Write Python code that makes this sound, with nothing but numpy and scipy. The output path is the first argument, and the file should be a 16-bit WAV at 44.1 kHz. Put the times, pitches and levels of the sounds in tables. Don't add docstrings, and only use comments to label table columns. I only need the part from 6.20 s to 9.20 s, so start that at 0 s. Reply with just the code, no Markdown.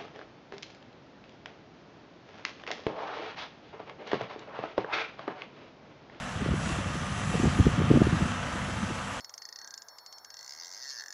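import sys
import numpy as np
from scipy import signal
from scipy.fft import rfft, irfft, next_fast_len
from scipy.io import wavfile
from scipy.ndimage import uniform_filter1d, map_coordinates

SR = 44100
rng = np.random.default_rng(int(sys.argv[2]) if len(sys.argv) > 2 else 0)


def file_out(sig):
    cols = np.atleast_2d(sig).T
    lim = np.clip(cols, -1, 1)
    pcm = np.round(lim * 32767).astype(np.int16)
    wavfile.write(sys.argv[1], SR, pcm)


def rack_gain(trim_db):
    fader = np.asarray(trim_db, float)
    return 10 ** (fader / 20)


N = 132300

CYCLE_HZ, CYLINDERS = 16.35, 6
# start_s [s], pitch_hz [Hz], level_db [dB rms]
TURBO_WHISTLE = [(0, 10180, -80), (.27, 10230, -74), (.34, 10260, -63), (.5, 10330, -61), (.62, 10340, -75),
                 (.86, 10230, -78), (.93, 10190, -60), (1.15, 10120, -62), (1.35, 10100, -70),
                 (1.78, 10110, -77), (1.92, 10140, -62), (2.0, 10170, -75), (2.18, 10230, -70),
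                 (2.38, 10270, -78), (2.47, 10330, -63), (2.56, 10380, -76), (2.82, 10520, -72),
                 (3, 10600, -75)]


def unit(x):
    return x / np.sqrt(np.mean(x ** 2) + 1e-20)


def along(points, hz):
    f, v = np.transpose(points)
    return np.interp(np.log(hz + 1e-3), np.log(f), v)


def curves(rows):
    s, *cols = np.transpose(rows)
    return [np.interp(np.arange(N) / SR, s, c) for c in cols]


def wobble(rate):
    return map_coordinates(rng.standard_normal(400), [np.arange(N) * rate / SR])


def filtered(x, response):
    m = next_fast_len(len(x) + SR // 2)
    spectrum = rfft(x, m) * response(np.fft.rfftfreq(m, 1 / SR))
    return irfft(spectrum, m)[:len(x)]


def rush(patchy_db):
    z = signal.stft(rng.standard_normal(N), nperseg=512)[2]
    field = uniform_filter1d(rng.standard_normal(z.shape), size=5, axis=0)
    field = uniform_filter1d(field, size=12, axis=1)
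    return signal.istft(z * rack_gain(patchy_db * unit(field)), nperseg=512)[1][:N]


def whine(lines, unsteady_db, wander_hz):
    t = np.arange(N) / SR
    total = np.zeros(N)
    for hz, db in lines:
        level = np.sqrt(2) * rack_gain(db + unsteady_db * wobble(4.89))
        drift = np.cumsum(wander_hz * wobble(14)) / SR
        total += level * np.sin(2 * np.pi * (hz * t + drift + rng.random()))
    return total


def wind():
    # start_s [s], strength_db [dB]
    gusts = [(0, -60), (.15, -33), (.32, -29), (.5, -32.5), (.88, -36.5), (1.08, -32.5), (1.3, -29.5),
             (1.8, -30), (2.03, -30.5), (2.2, -38.5), (2.6, -35), (3, -46)]
    # pitch_hz [Hz], level_db [dB per Hz]
    rumble = [(15, -58), (30, -18), (60, -3), (150, 0), (240, -7.5), (310, -17), (420, -19), (900, -120)]
    # centre_s [s], half_length_s [s], level_db
    # [dB], centre_hz [Hz]
    puffs = [(0.317, 0.004, -24, 163), (0.473, 0.0049, -27.5, 162), (1.201, 0.0025, -23.5, 247),
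             (1.234, 0.0019, -20, 245), (1.244, 0.0017, -17, 215), (1.259, 0.0016, -22.5, 372),
             (1.271, 0.0055, -21.5, 186), (1.284, 0.0057, -22, 110), (1.391, 0.00094, -16.5, 218),
             (1.4, 0.0035, -18, 241), (1.41, 0.0059, -34, 244), (1.414, 0.0035, -18.5, 108),
             (1.46, 0.0045, -26.5, 242), (1.469, 0.0029, -30.5, 426), (1.47, 0.0028, -13, 212),
             (1.483, 0.0077, -19.5, 139), (1.581, 0.0034, -25, 250), (1.594, 0.006, -23, 143),
             (1.609, 0.0033, -21, 164), (1.618, 0.0015, -20.5, 328), (1.683, 0.0047, -23, 139),
             (1.707, 0.0024, -20.5, 376), (1.707, 0.0039, -16.5, 159), (1.713, 0.002, -24, 486),
             (1.715, 0.0015, -8, 247), (1.72, 0.0018, -26.5, 247), (1.727, 0.0033, -25, 143),
             (1.74, 0.0019, -20.5, 372), (1.747, 0.0052, -19, 126), (1.755, 0.0036, -25, 283),
             (1.761, 0.0011, -25.5, 489), (1.764, 0.0075, -20, 245), (1.765, 0.0036, -17, 125),
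             (1.772, 0.0017, -29, 560), (1.775, 0.0021, -13, 288), (1.777, 0.0044, -23.5, 141),
             (1.81, 0.0028, -17.5, 139), (1.82, 0.0029, -16, 351), (1.82, 0.0021, -11.5, 187),
             (1.85, 0.0053, -27.5, 185), (1.872, 0.0025, -20.5, 320), (1.877, 0.0064, -25, 109),
             (1.893, 0.0036, -21, 124), (1.932, 0.0029, -17.5, 139), (1.951, 0.0074, -24.5, 162),
             (1.971, 0.0037, -24, 143), (2.007, 0.004, -28.5, 187), (2.024, 0.0049, -21.5, 165),
             (0.226, 0.0051, -31.5, 219), (0.263, 0.0013, -23.5, 322), (0.281, 0.0023, -23.5, 163),
                (0.291, 0.0017, -26, 186), (0.321, 0.0092, -26, 71), (0.342, 0.0022, -25, 324),
                (0.346, 0.0053, -29, 125), (0.383, 0.0027, -33, 143), (0.531, 0.0062, -28, 94),
                (0.662, 0.0016, -25.5, 163), (0.775, 0.0079, -33, 168), (0.823, 0.0035, -29, 160),
                (1.14, 0.0019, -24.5, 218), (1.146, 0.0041, -31, 466), (1.154, 0.0013, -25.5, 380),
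                (1.156, 0.0031, -24, 141), (1.237, 0.0024, -28, 426), (1.257, 0.0027, -22, 187),
                (1.262, 0.014, -28, 72), (1.274, 0.0016, -32, 372), (1.303, 0.0031, -25, 144),
                (1.333, 0.006, -33, 164), (1.397, 0.0025, -38, 426), (1.405, 0.0046, -15.5, 83),
                (1.428, 0.0057, -33, 213), (1.444, 0.0068, -33, 143), (1.455, 0.0062, -24, 72),
                (1.478, 0.0045, -23, 72), (1.517, 0.0053, -35, 164), (1.528, 0.0099, -31, 63),
                (1.603, 0.0014, -23, 372), (1.623, 0.0032, -27.5, 164), (1.643, 0.0029, -23, 125),
                (1.658, 0.0025, -25, 143), (1.671, 0.0033, -25.5, 217), (1.75, 0.0028, -31, 247),
                (1.783, 0.0027, -26, 164), (1.794, 0.0043, -27, 215), (1.807, 0.0029, -24.5, 324),
                (1.824, 0.0015, -29, 215), (1.855, 0.0069, -24.5, 82), (1.927, 0.0018, -28, 324),
                (1.938, 0.0034, -29, 276), (2.011, 0.0016, -25, 247), (2.033, 0.005, -25, 82),
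                (2.06, 0.0037, -24.5, 193), (2.437, 0.0059, -33, 172), (2.639, 0.0087, -27.5, 184),
             (0.223, 0.0093, -39, 366), (0.29, .003, -33, 560), (.318, .003, -37, 515),
             (0.509, 0.0064, -35, 313), (.59, 0.0027, -30, 306), (0.702, 0.0015, -27, 210),
             (0.756, 0.001, -27.5, 290), (1.254, 0.0012, -30.5, 745), (2.357, 0.0037, -36, 302),
             (2.495, 0.0049, -36.5, 317), (2.71, 0.0052, -33.5, 306)]
    # share of its centre pitch [ratio], level_db [dB]
    puff_air = [(.1, -38), (.2, -7), (.45, -12), (1, -8), (1.8, -7.5), (2.8, -34), (4.5, -28), (9, -120)]
    sag, fray = .15, .32

    strength_db, = curves(gusts)
    lumps = rack_gain(.9 * wobble(14) + 1.8 * wobble(40)) * rng.standard_normal(N)
    out = rack_gain(strength_db - 2.5) * unit(filtered(lumps, lambda f: rack_gain(along(rumble, f))))

    reach = SR // 20
    t = np.arange(-reach, reach) / SR
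    for s, length, db, hz in puffs:
        turns = hz * t * (1 - .5 * sag * t / length)
        thump = np.sqrt(2) * np.sin(2 * np.pi * (turns + rng.random()))
        air = unit(filtered(rng.standard_normal(len(t)), lambda f: rack_gain(along(puff_air, f / hz))))
        swell = np.exp(-.5 * (t / length) ** 2)
        out[round(s * SR) - reach:][:len(t)] += rack_gain(db) * swell * (thump + fray * air)
    return out


def turbo():
    hz, level_db = curves(TURBO_WHISTLE)
    phase = 2 * np.pi * np.cumsum(hz + 12 * wobble(40)) / SR
    return np.sqrt(2) * rack_gain(level_db + 1.9 * wobble(28.5)) * np.sin(phase)


def spreader(beat):
    # start_s [s], level_db [dB]
    flung = [(0, -50.5), (.33, -52), (.52, -43.5), (.63, -49.5), (1.22, -44.5), (1.38, -46), (1.63, -51),
             (2.03, -46), (2.2, -49), (2.72, -49.5), (2.9, -48.5), (3, -49)]
    # pitch_hz [Hz], level_db [dB per Hz]
    spray = [(2060, -3.5), (3500, -4.5), (4610, -7), (6140, -3), (7850, -5), (8670, -11.5), (9980, -9.5),
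             (10500, -13), (11600, -19.5), (15100, -56), (22000, -120)]
    level_db, = curves(flung)
    hiss = rush(patchy_db=1.35) * (1.1 + 0.14 * beat)
    hiss = unit(filtered(hiss, lambda f: rack_gain(along(spray, f))))
    return rack_gain(level_db + 1.83 + 0.45 * wobble(9.2)) * hiss


def clods():
    per_s, size = 80, 6.5
    return (rng.random(N) < per_s / SR) * size * rng.standard_normal(N)


def rings():
    # pitch_hz [Hz], width_hz [Hz], level_db [dB rms]
    fan_bands = [(2702, 70, -55.5), (3100, 51, -60), (6040, 210, -60)]
    total = np.zeros(N)
    for hz, width, db in fan_bands:
        band = filtered(rng.standard_normal(N), lambda f: 1 / (1 + (2 * (f - hz) / width) ** 2))
        total += rack_gain(db + 1.9 * wobble(3.7)) * unit(band)
    return total


def firing(pattern_db):
    knock_s = .008
    turns = CYLINDERS * np.cumsum(CYCLE_HZ * (1 + 0.001517 * wobble(2.7))) / SR
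    which = turns.astype(int)
    luck_db = 1.5 * rng.standard_normal(which[-1] + 1)[which]
    size = rack_gain(np.take(pattern_db, which % CYLINDERS) + luck_db)
    rattle = rng.standard_normal(round(SR / CYCLE_HZ))
    repeat = rattle[(turns / CYLINDERS % 1 * len(rattle)).astype(int)]
    decay = np.exp(-(turns % 1) / (CYCLE_HZ * CYLINDERS * knock_s))
    return unit(size * decay), repeat


def tractor(beat, repeat):
    # start_s [s], level_db [dB]
    carry = [(0, -40.5), (.3, -39.5), (.52, -37), (.65, -39), (1.05, -39), (1.22, -37), (1.65, -36.5),
             (2, -36.5), (2.2, -37.5), (2.7, -39.5), (3, -38.5)]
    # pitch_hz [Hz], level_db [dB per Hz]
    block = [(180, 3), (300, 1.5), (456, 1), (541, 1), (620, -1.5), (1280, -6), (1380, -6.5), (1550, -5.5),
             (4500, -20), (5850, -20.5), (9900, -120)]
    # pitch_hz [Hz], width_hz [Hz], level_db [dB]
    panel_modes = [(1270, 380, 1.5), (1870, 530, -5), (3140, 1100, 3)]
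    # multiple of the engine cycle [ratio], level_db [dB rms]
    exhaust = [(9, -50.5), (12, -48), (15, -51.5), (6, -49.5)]
    # pitch_hz [Hz], level_db [dB rms]
    gears = [(723, -50.5), (885, -54), (1114, -50.5), (1216, -47.5), (1626, -60), (1768, -55),
             (1907, -53.5), (2331, -60), (2923, -60)]
    # pitch_hz [Hz], level_db [dB rms]
    chains = [(877, -59.5), (990, -58.5), (1314, -58), (1497, -59), (1610, -56.5)]
    # start_s [s], gears_db [dB], chains_db [dB]
    facing = [
        (0, -8.5, -19),
        (.6, -10, -21),
        (1.2, 1, -30),
        (1.9, -1, 1.5),
        (2.2, -7.5, 7.5),
        (3, -5, 2.5),
    ]
    knock_share, knock_hz, repeat_share = .34, 1700, .45
    ground_hz, ground_width, ground_dip = 385, 95, .82

    def knock_tone(f):
        return knock_share * f ** 2 / (f ** 2 + knock_hz ** 2)

    def body(f):
        panels = 1 + sum(rack_gain(db) / (1 + (2 * (f - c) / w) ** 2) for c, w, db in panel_modes)
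        ground = 1 - ground_dip * np.exp(-((f - ground_hz) / ground_width) ** 2)
        return rack_gain(along(block, f)) * panels * ground

    level_db, = curves(carry)
    gas = rush(patchy_db=0.94) + repeat_share * repeat
    knocks = filtered(gas * (beat - beat.mean()), knock_tone)
    roar = unit(filtered(gas + knocks + clods(), body))

    gears_db, chains_db = curves(facing)
    tones = rack_gain(gears_db) * whine(gears, 2.9, 7.03)
    tones += rack_gain(chains_db) * whine(chains, 2.6, 9.0)
    tones += rack_gain(level_db - level_db.mean()) * rings()
    orders = whine([(k * CYCLE_HZ, db) for k, db in exhaust], 2.2, 0.91)
    return rack_gain(level_db + 1.67 + 0.12 * wobble(7.7)) * roar + tones + orders


def scene():
    spray_firing = [6, 0, 1, 0, 1, 0]
    block_firing = [8, 2, -3, 6, 1, -3]
    beat, repeat = firing(block_firing)
    spray_beat, _ = firing(spray_firing)
    return (wind() + turbo() + spreader(spray_beat) + tractor(beat, repeat))[None]


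def dropouts(x):
    # pitch_hz [Hz], share of time lost [0-1]
    lost = [(6000, 0), (8300, .01), (8600, .2), (8900, .04), (10300, .14), (10600, .33), (11100, .4),
            (11400, .5), (11800, .72)]
    hz, t, z = signal.stft(x, SR, nperseg=2048)
    start_s, _, level_db = np.transpose(TURBO_WHISTLE)
    whistle = np.interp(t, start_s, level_db)
    whistle = unit(uniform_filter1d(whistle - whistle.mean(), size=5))
    luck = unit(uniform_filter1d(rng.standard_normal((130, len(t))), size=3, axis=1))
    luck = luck[np.arange(len(hz)) // 8]
    luck = .9 * luck - .55 * np.outer(hz > 10300, whistle)
    keep = 1 / (1 + np.exp(-1.7 * luck)) > along(lost, hz)[:, None]
    return signal.istft(z * keep, SR, nperseg=2048)[1][:N]


def roll_off(x):
    return signal.sosfilt(signal.butter(12, 11750, fs=SR, output="sos"), x)


def record(dry):
    bass_hz, top_hz = 41, 11800
    band = lambda f: (f < top_hz) / np.sqrt(1 + (bass_hz / (f + 1)) ** 6)
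    mix = filtered(dropouts(dry[0]), band)[None]
    return roll_off(mix)


dry = scene()
out = record(dry)
file_out(out)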